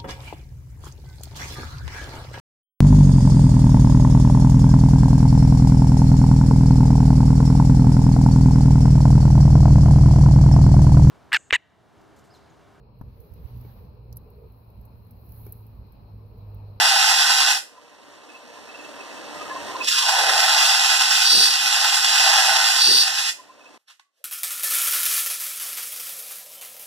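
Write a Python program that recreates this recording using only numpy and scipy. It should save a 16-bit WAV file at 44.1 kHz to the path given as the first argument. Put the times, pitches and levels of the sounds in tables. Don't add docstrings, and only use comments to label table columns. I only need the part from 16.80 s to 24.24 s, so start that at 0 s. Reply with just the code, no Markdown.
import sys
import numpy as np
from scipy import signal
from scipy.fft import rfft, irfft
from scipy.io import wavfile
from scipy.ndimage import uniform_filter1d, minimum_filter1d

SR = 44100
rng = np.random.default_rng(int(sys.argv[2]) if len(sys.argv) > 2 else 0)


def wrap_up_sound(samples):
    columns = np.atleast_2d(samples).T
    tamed = np.clip(columns, -1, 1)
    steps = np.round(tamed * 32767).astype(np.int16)
    wavfile.write(sys.argv[1], SR, steps)


N = 328098
T, HZ = np.arange(N) / SR, np.fft.rfftfreq(N, 1 / SR)
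MOTOR_HZ, LAP_HZ, ROLLER_TURN_S = 59.4, 9.7, .051
BITE_S, LIFT_S, LIGHT_FORCE_DB = .01, .012, -10

# f/Hz, density/dB
GRIT_SPECTRUM = [(200, -45), (450, -29.5), (560, -24), (720, -2.5), (1100, -5), (2000, 0), (2280, -14.5),
                 (2500, -6), (4000, -1), (5200, 1), (7000, -4.5), (10000, -8.5), (12500, -15), (14600, -17)]
# f/Hz, width/Hz, boost/dB
STEEL_MODES = [(770, 16, 10), (844, 138, 10), (1037, 42, 4.5), (1315, 68, 6.5), (1501, 47, 14),
               (1645, 39, 6), (1803, 7.8, 3.5), (2006, 240, 8.5), (2466, 240, 13), (2777, 260, 8),
               (3160, 31, 5), (3430, 420, 7.5), (3980, 240, 5), (4750, 380, 1.5), (5010, 270, 7.5),
               (5640, 300, 3.5), (7360, 520, 7), (10500, 83, 7)]
# f/Hz, width/oct, boost/dB
RASP_BODY_MODES = [(653, 0.05, 8.5), (1173, 0.34, 2)]
def grit_rasp(chips_per_s=1200, chip_spread_db=3.5, chip_gain=.76, grip_width_hz=20):
    chip_size = gain_of(chip_spread_db * np.minimum(rng.exponential(1, N), 3.5))
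    chips = (rng.random(N) < chips_per_s / SR) * chip_size * rng.choice([-1, 1], N)
    cuts = (noise() + chip_gain * unit_rms(chips)) * gain_of(belt_bite_db())
    steel_db = sum(db / (1 + (2 * (HZ - hz) / (width_hz + grip_width_hz)) ** 2)
                   for hz, width_hz, db in STEEL_MODES)
    body_db = sum(db * bell(hz, octaves) for hz, octaves, db in RASP_BODY_MODES)
    return unit_rms(colour(cuts, gain_of(spectrum(GRIT_SPECTRUM) + steel_db + body_db)))


# t/s, force/dB, drone/dB
FORCE_AND_DRONE = [(0, -3.5, 2.5), (.7, -6.5, -1.5), (.78, -14.5, -1), (3.05, -28.5, -28),
                   (3.12, -15, -42.5), (3.3, -14, 2.5), (3.53, -11, 8.5), (3.8, -4, .5), (4.27, -8.5, -3),
                   (4.5, -6.5, -7), (4.8, -7, -5.5), (5.05, -7.5, 1), (5.23, -10, -6.5), (5.48, -1, 2.5),
                   (5.75, -4.5, 4.5), (6.12, -9.5, -8), (6.31, -11.5, -1.5), (6.5, -12, -12.5)]
# touch/s, lift/s, edge whistle re rasp at light force/dB
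PASSES = [(-.5, 0.779, -28), (3.049, 6.497, -33.5)]
def grinding(level_db=-1, whistle_hz=10617):
    force_db, drone_db = curves(FORCE_AND_DRONE)
    rasp = grit_rasp()
    lows, to_mids, to_highs = (colour(rasp, 1 / (1 + (HZ / hz) ** 12)) for hz in (600, 930, 2200))
    hiss = rasp - to_highs
    ring = (to_highs - to_mids) * gain_of(.44 * drone_db - 2.1)
    drone = (to_mids - lows) * gain_of(drone_db - 3)
    rumble = lows * gain_of(2.2 * drone_db - 1)
    grind = hiss + ring + drone + rumble
    whistle = gain_of(.4 * (LIGHT_FORCE_DB - force_db)) * tone(whistle_hz, waver=.0018, rate_hz=150)
    passes = sum(held(touch_s, lift_s, BITE_S, LIFT_S) * (grind + gain_of(db) * whistle)
                 for touch_s, lift_s, db in PASSES)
    return gain_of(force_db + level_db) * passes


def belt_bite_db(seam_at_s=3.083, seam_half_s=.0062, seam_db=7.5, first_bite_db=5):
    laps = np.cumsum(LAP_HZ * (1 + .012 * wander(2))) / SR
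    patches = sum(harmonic(laps, k) / (1 + (k / 4) ** 2) for k in range(1, 13))
    from_seam_s = (((T - seam_at_s) * LAP_HZ + .5) % 1 - .5) / LAP_HZ
    force_db, _ = curves(FORCE_AND_DRONE)
    looseness = 1 / (1 + np.exp((force_db - LIGHT_FORCE_DB) / 4.4))
    knocks_db = seam_db * looseness * np.exp(-.5 * (from_seam_s / seam_half_s) ** 2)
    knocks_db += first_bite_db * hump(seam_at_s, seam_half_s)
    cyclic_db = .5 * unit_rms(patches) + .46 * pulley_throb()
    tremble_db = .5 * wander(40) + .5 * wander(300)
    return cyclic_db + knocks_db + tremble_db


# start/s, end/s, level/dB, rise/s, fade/s
SQUEALS = [(4.509, 4.65, -2.5, 0.047, 0.062), (6.021, 6.225, -4.5, .03, 0.017)]
def squeal(mode_hz=4562, mode_db=-3.3, screech_db=-5, octave_db=-15, third_db=-25):
    line = tone(mode_hz, waver=.0012, rate_hz=120) * gain_of(mode_db + 1.2 * wander(120))
    screech_shape = bell(3830, .14) + bell(4820, .13) + .76 * bell(5620, .12)
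    skirt = gain_of(screech_db) * shaped_noise(screech_shape)
    skirt += gain_of(octave_db) * shaped_noise(bell(9060, .14))
    skirt += gain_of(third_db) * shaped_noise(bell(13900, .06))
    skirt *= gain_of(.62 * wander(200))
    envelope = sum(gain_of(db) * held(start_s, end_s, rise_s, fade_s)
                   for start_s, end_s, db, rise_s, fade_s in SQUEALS)
    return line, skirt, envelope


# start/s, end/s, rumble level/dB
OVERLOADS = [(4.55, 4.584, -17), (6.085, 6.108, -19)]
def mic_overload(shriek, rise_s=.018, fade_s=.054, port_lag_rad=2.5):
    rumble = unit_rms(colour(shriek ** 2, bell(320, .8)))
    envelope = sum(gain_of(db) * held(start_s, end_s, rise_s, fade_s) for start_s, end_s, db in OVERLOADS)
    return envelope * np.array([rumble, colour(rumble, np.exp(-1j * port_lag_rad))])


# centre t/s, half length/s, level/dB, from f/Hz, to f/Hz
SCRAPES = [(3.15, 0.049, -31.5, 1897, 1520), (3.33, 0.093, -23, 1121, 899), (3.47, .09, -31, 708, 569.4)]
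def scrapes(glide_share=.22, spread_hz=190):
    touch_s, lift_s, _ = PASSES[-1]
    out = np.zeros(N)
    for at_s, half_s, db, from_hz, to_hz in SCRAPES:
        settled = .5 + .5 * np.tanh((T - at_s + half_s) / (glide_share * half_s))
        phase = 2 * np.pi * np.cumsum(from_hz + (to_hz - from_hz) * settled) / SR
        band = wander(spread_hz) * np.cos(phase) + wander(spread_hz) * np.sin(phase)
        out += gain_of(db) * hump(at_s, half_s) * band
    return out * gain_of(belt_bite_db()) * held(touch_s, lift_s, BITE_S, LIFT_S)


def blade_ring(start_s=5.5, end_s=6.5, mode_hz=1807, level_db=-29):
    envelope = held(start_s, end_s, rise_s=.1, fade_s=.015)
    return gain_of(level_db) * envelope * shaped_noise(bell(mode_hz, octaves=.012))


# f/Hz, density/dB
BELT_SPECTRUM = [(30, -33), (100, -14.5), (170, -13.5), (240, -4), (420, -4), (600, -3.5), (1000, -6),
                 (1500, -9.5), (2000, -8), (2280, -10), (2900, -13), (5500, -16), (9000, -24),
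                 (14600, -37.5)]
def belt_rush(level_db=-48):
    flutter_db = .4 * np.sin(2 * np.pi * T / ROLLER_TURN_S) + 1.07 * wander(90) + pulley_throb()
    return gain_of(level_db + flutter_db) * shaped_noise(gain_of(spectrum(BELT_SPECTRUM)))


def pulley_throb():
    turns = np.cumsum(MOTOR_HZ * (1 + .0013 * wander(6))) / SR
    return unit_rms(sum(harmonic(turns, k) / np.sqrt(k) for k in range(1, 5)))


# shaft order, level/dB
SHAFT_ORDERS = [(1, -78.5), (4, -71.5), (5, -70.5), (8, -65), (9, -67.5), (10, -61), (16, -63.5)]
def motor_hum(waver_db=2):
    turns = np.cumsum(MOTOR_HZ * (1 + .002 * wander(6.8))) / SR
    return sum(gain_of(db + waver_db * wander(8.9)) * np.sqrt(2) * harmonic(turns, order)
               for order, db in SHAFT_ORDERS)


# f/Hz, width/oct, level/dB
ROLLER_MODES = [(1036, .02, -62.5), (1198, 0.0068, -69.5), (1740, .03, -84), (2650, .022, -66)]
# t/s, turns, f/Hz, level/dB
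SQUEAK_RUNS = [(.985, 1, 1016, -41.5), (1.502, 2, 2610, -42), (1.775, 1, 1030, -43), (1.9, 4, 2605, -43.5),
               (2.21, 1, 2575, -45), (2.31, 1, 2590, -45), (2.565, 3, 1245, -46.5), (2.615, 1, 2605, -48),
               (2.71, 1, 1700, -40), (2.715, 2, 1040, -42.5), (2.908, 3, 1026, -42),
               (3.018, 1, 2580, -35.5), (6.602, 1, 1017, -32.5), (6.702, 1, 1025, -39),
               (6.815, 2, 2590, -40)]
def rollers(half_s=.0073, squeak_spread_db=2, chirp_db=-1, chirp_spread_db=4):
    turn, within_s = np.divmod(T, ROLLER_TURN_S)
    pulse = np.exp(-.5 * ((within_s - ROLLER_TURN_S / 2) / half_s) ** 2)
    jittered_s = T + 8e-5 * wander(60)
    out = np.zeros(N)
    for hz, octaves, db in ROLLER_MODES:
        strength = gain_of(chirp_db + chirp_spread_db * noise()[turn.astype(int)])
        chirps = pulse * strength * np.sin(2 * np.pi * hz * jittered_s)
        out += gain_of(db) * (shaped_noise(bell(hz, octaves)) + chirps)
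    for first_s, turns, hz, db in SQUEAK_RUNS:
        run = sum(gain_of(squeak_spread_db * rng.standard_normal()) * hump(at_s, half_s)
                  for at_s in first_s + np.arange(turns) * ROLLER_TURN_S)
        out += gain_of(db) * run * np.sin(2 * np.pi * hz * jittered_s)
    return out


# t/s, level/dB, rise/s, decay/s, f/Hz, width/oct
GLOVE_STROKES = [(7.0, -69, 0.027, 0.037, 1506, 2), (7.083, -47, 0.0045, 0.021, 2800, 1.03),
                 (7.103, -44.5, 0.0097, 0.02, 2410, 1.1), (7.197, -43.5, 0.001, 0.0034, 1760, 1.2),
                 (7.204, -66, .004, 0.039, 1115, 0.053), (7.38, -70.5, .03, .06, 3000, 1.3),
                 (7.415, -66.5, 0.021, .025, 543, .2)]
def glove():
    out = np.zeros(N)
    for at_s, db, rise_s, decay_s, hz, octaves in GLOVE_STROKES:
        stroke = np.exp(-np.maximum((at_s - T) / rise_s, (T - at_s) / decay_s))
        out += gain_of(db) * stroke * shaped_noise(bell(hz, octaves))
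    return out


# f/Hz, level re direct/dB
ROOM_SPECTRUM = [(100, -2), (900, -14), (1800, -4), (4000, -8.5), (7000, -2), (14000, 2)]
def workshop(x, t60_s=.36, early_gain=3.1, early_s=.024, echoes_per_s=4000, drift_hz=1.3, paths=3):
    t = T[:SR // 2]
    wet, tilt = gain_of(spectrum(ROOM_SPECTRUM)), gain_of(spectrum(PORT_BALANCE) / 2)
    decay = (gain_of(-60 * t / t60_s) + early_gain * np.exp(-t / early_s)) * (t > .002)
    direct = colour(x, 1 / np.sqrt(1 + wet ** 2))
    echoes = np.zeros((2, N))
    for k in range(paths):
        taps = rng.choice([-1, 1], (2, len(t))) * (rng.random((2, len(t))) < echoes_per_s / SR) * decay
        taps /= np.linalg.norm(taps[0])
        share = unit_rms(np.maximum(np.cos(2 * np.pi * (drift_hz * T + k / paths)), 0))
        echoes += signal.oaconvolve((direct * share)[None], taps, axes=1)[:, :N]
    left, right = echoes / np.sqrt(paths)
    return mic_ports(direct) + np.array([colour(left, wet * tilt), colour(right, wet / tilt)])


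# f/Hz, left lead/rad
PORT_PHASE = [(60, 3), (420, 1.7), (680, .3), (1700, -.2), (2000, -2.6), (2400, -3.3), (2900, -6),
              (3800, -6.3), (4600, -8.3), (5400, -11.5)]
# f/Hz, left re right/dB
PORT_BALANCE = [(200, -1), (1900, -0.5), (2700, -3.5), (4200, -0.5), (5500, -2.5), (10000, -5),
                (14000, -0.5)]
def mic_ports(x, delay_s=.000374):
    lead_rad = spectrum(PORT_PHASE) - 2 * np.pi * delay_s * np.maximum(HZ - PORT_PHASE[-1][0], 0)
    left_gain = np.exp(.5j * lead_rad) * gain_of(spectrum(PORT_BALANCE) / 2)
    return np.array([colour(x, left_gain), colour(x, 1 / left_gain)])


def port_notch(x, notch_hz=2277, width_hz=240):
    mid = x.mean(0)
    return x - mid + signal.filtfilt(*signal.iirnotch(notch_hz, notch_hz / width_hz, SR), mid)


def gain_control(x, threshold_db=-31, slope=.67, recovery_db_per_s=9.5):
    power_db = 10 * np.log10(abs(uniform_filter1d(x.mean(0) ** 2, size=2400)) + 1e-12)
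    demand_db = slope * np.maximum(power_db - threshold_db, 0)
    duck_db = np.maximum.accumulate(demand_db + recovery_db_per_s * T) - recovery_db_per_s * T
    return x * gain_of(-uniform_filter1d(duck_db, size=300))


def gain_of(db):
    return 10 ** (np.asarray(db) / 20)


def unit_rms(x):
    return x / np.sqrt(np.mean(x ** 2) + 1e-20)


def spectrum(points):
    hz, value = np.transpose(points)
    return np.interp(np.log(HZ + 1), np.log(hz + 1), value)


def curves(rows):
    times_s, *columns = np.transpose(rows)
    return [np.interp(T, times_s, column) for column in columns]


def colour(x, gain):
    return irfft(rfft(x) * gain, N)


def noise():
    return rng.standard_normal(N)


def shaped_noise(gain):
    return unit_rms(colour(noise(), gain))


def wander(rate_hz):
    return shaped_noise(1 / (1 + (HZ / rate_hz) ** 4))


def bell(hz, octaves):
    return np.exp(-.5 * (np.log2((HZ + 1) / hz) / octaves) ** 2)


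def harmonic(turns, order):
    return np.sin(2 * np.pi * (order * turns + rng.random()))


def tone(hz, waver, rate_hz):
    turns = np.cumsum(hz * (1 + waver * wander(rate_hz))) / SR
    return np.sqrt(2) * harmonic(turns, 1)


def held(start_s, end_s, rise_s, fade_s):
    return np.exp(-np.clip(np.maximum((start_s - T) / rise_s, (T - end_s) / fade_s), 0, 20))


def hump(at_s, half_s):
    return np.exp(-.5 * np.minimum(abs(T - at_s) / half_s, 10) ** 2)


def scene(stop_s=6.98, room_tone_db=-88):
    line, skirt, chatter = squeal()
    blade = grinding() + scrapes() + blade_ring() + chatter * skirt
    machine = belt_rush() + motor_hum() + rollers()
    sanding = workshop(blade + machine) + mic_ports(chatter * line) + mic_overload(line + skirt)
    running = np.clip((stop_s - T) / .0032, 0, 1)
    room_tone = gain_of(room_tone_db) * shaped_noise(gain_of(spectrum(BELT_SPECTRUM)))
    return running * sanding + workshop(glove() + room_tone)


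def record(dry, preamp_db=20, ceiling=.9, cutoff_hz=15100):
    ducked = gain_control(port_notch(dry) * gain_of(preamp_db))
    limiter_gain = ceiling / np.maximum(abs(ducked).max(0), ceiling)
    limited = ducked * uniform_filter1d(minimum_filter1d(limiter_gain, size=201), size=201)
    lowpass = signal.firwin(511, cutoff_hz, window=("kaiser", 9), fs=SR)
    return signal.oaconvolve(limited, lowpass[None], "same")


dry = scene()
out = record(dry)
wrap_up_sound(out)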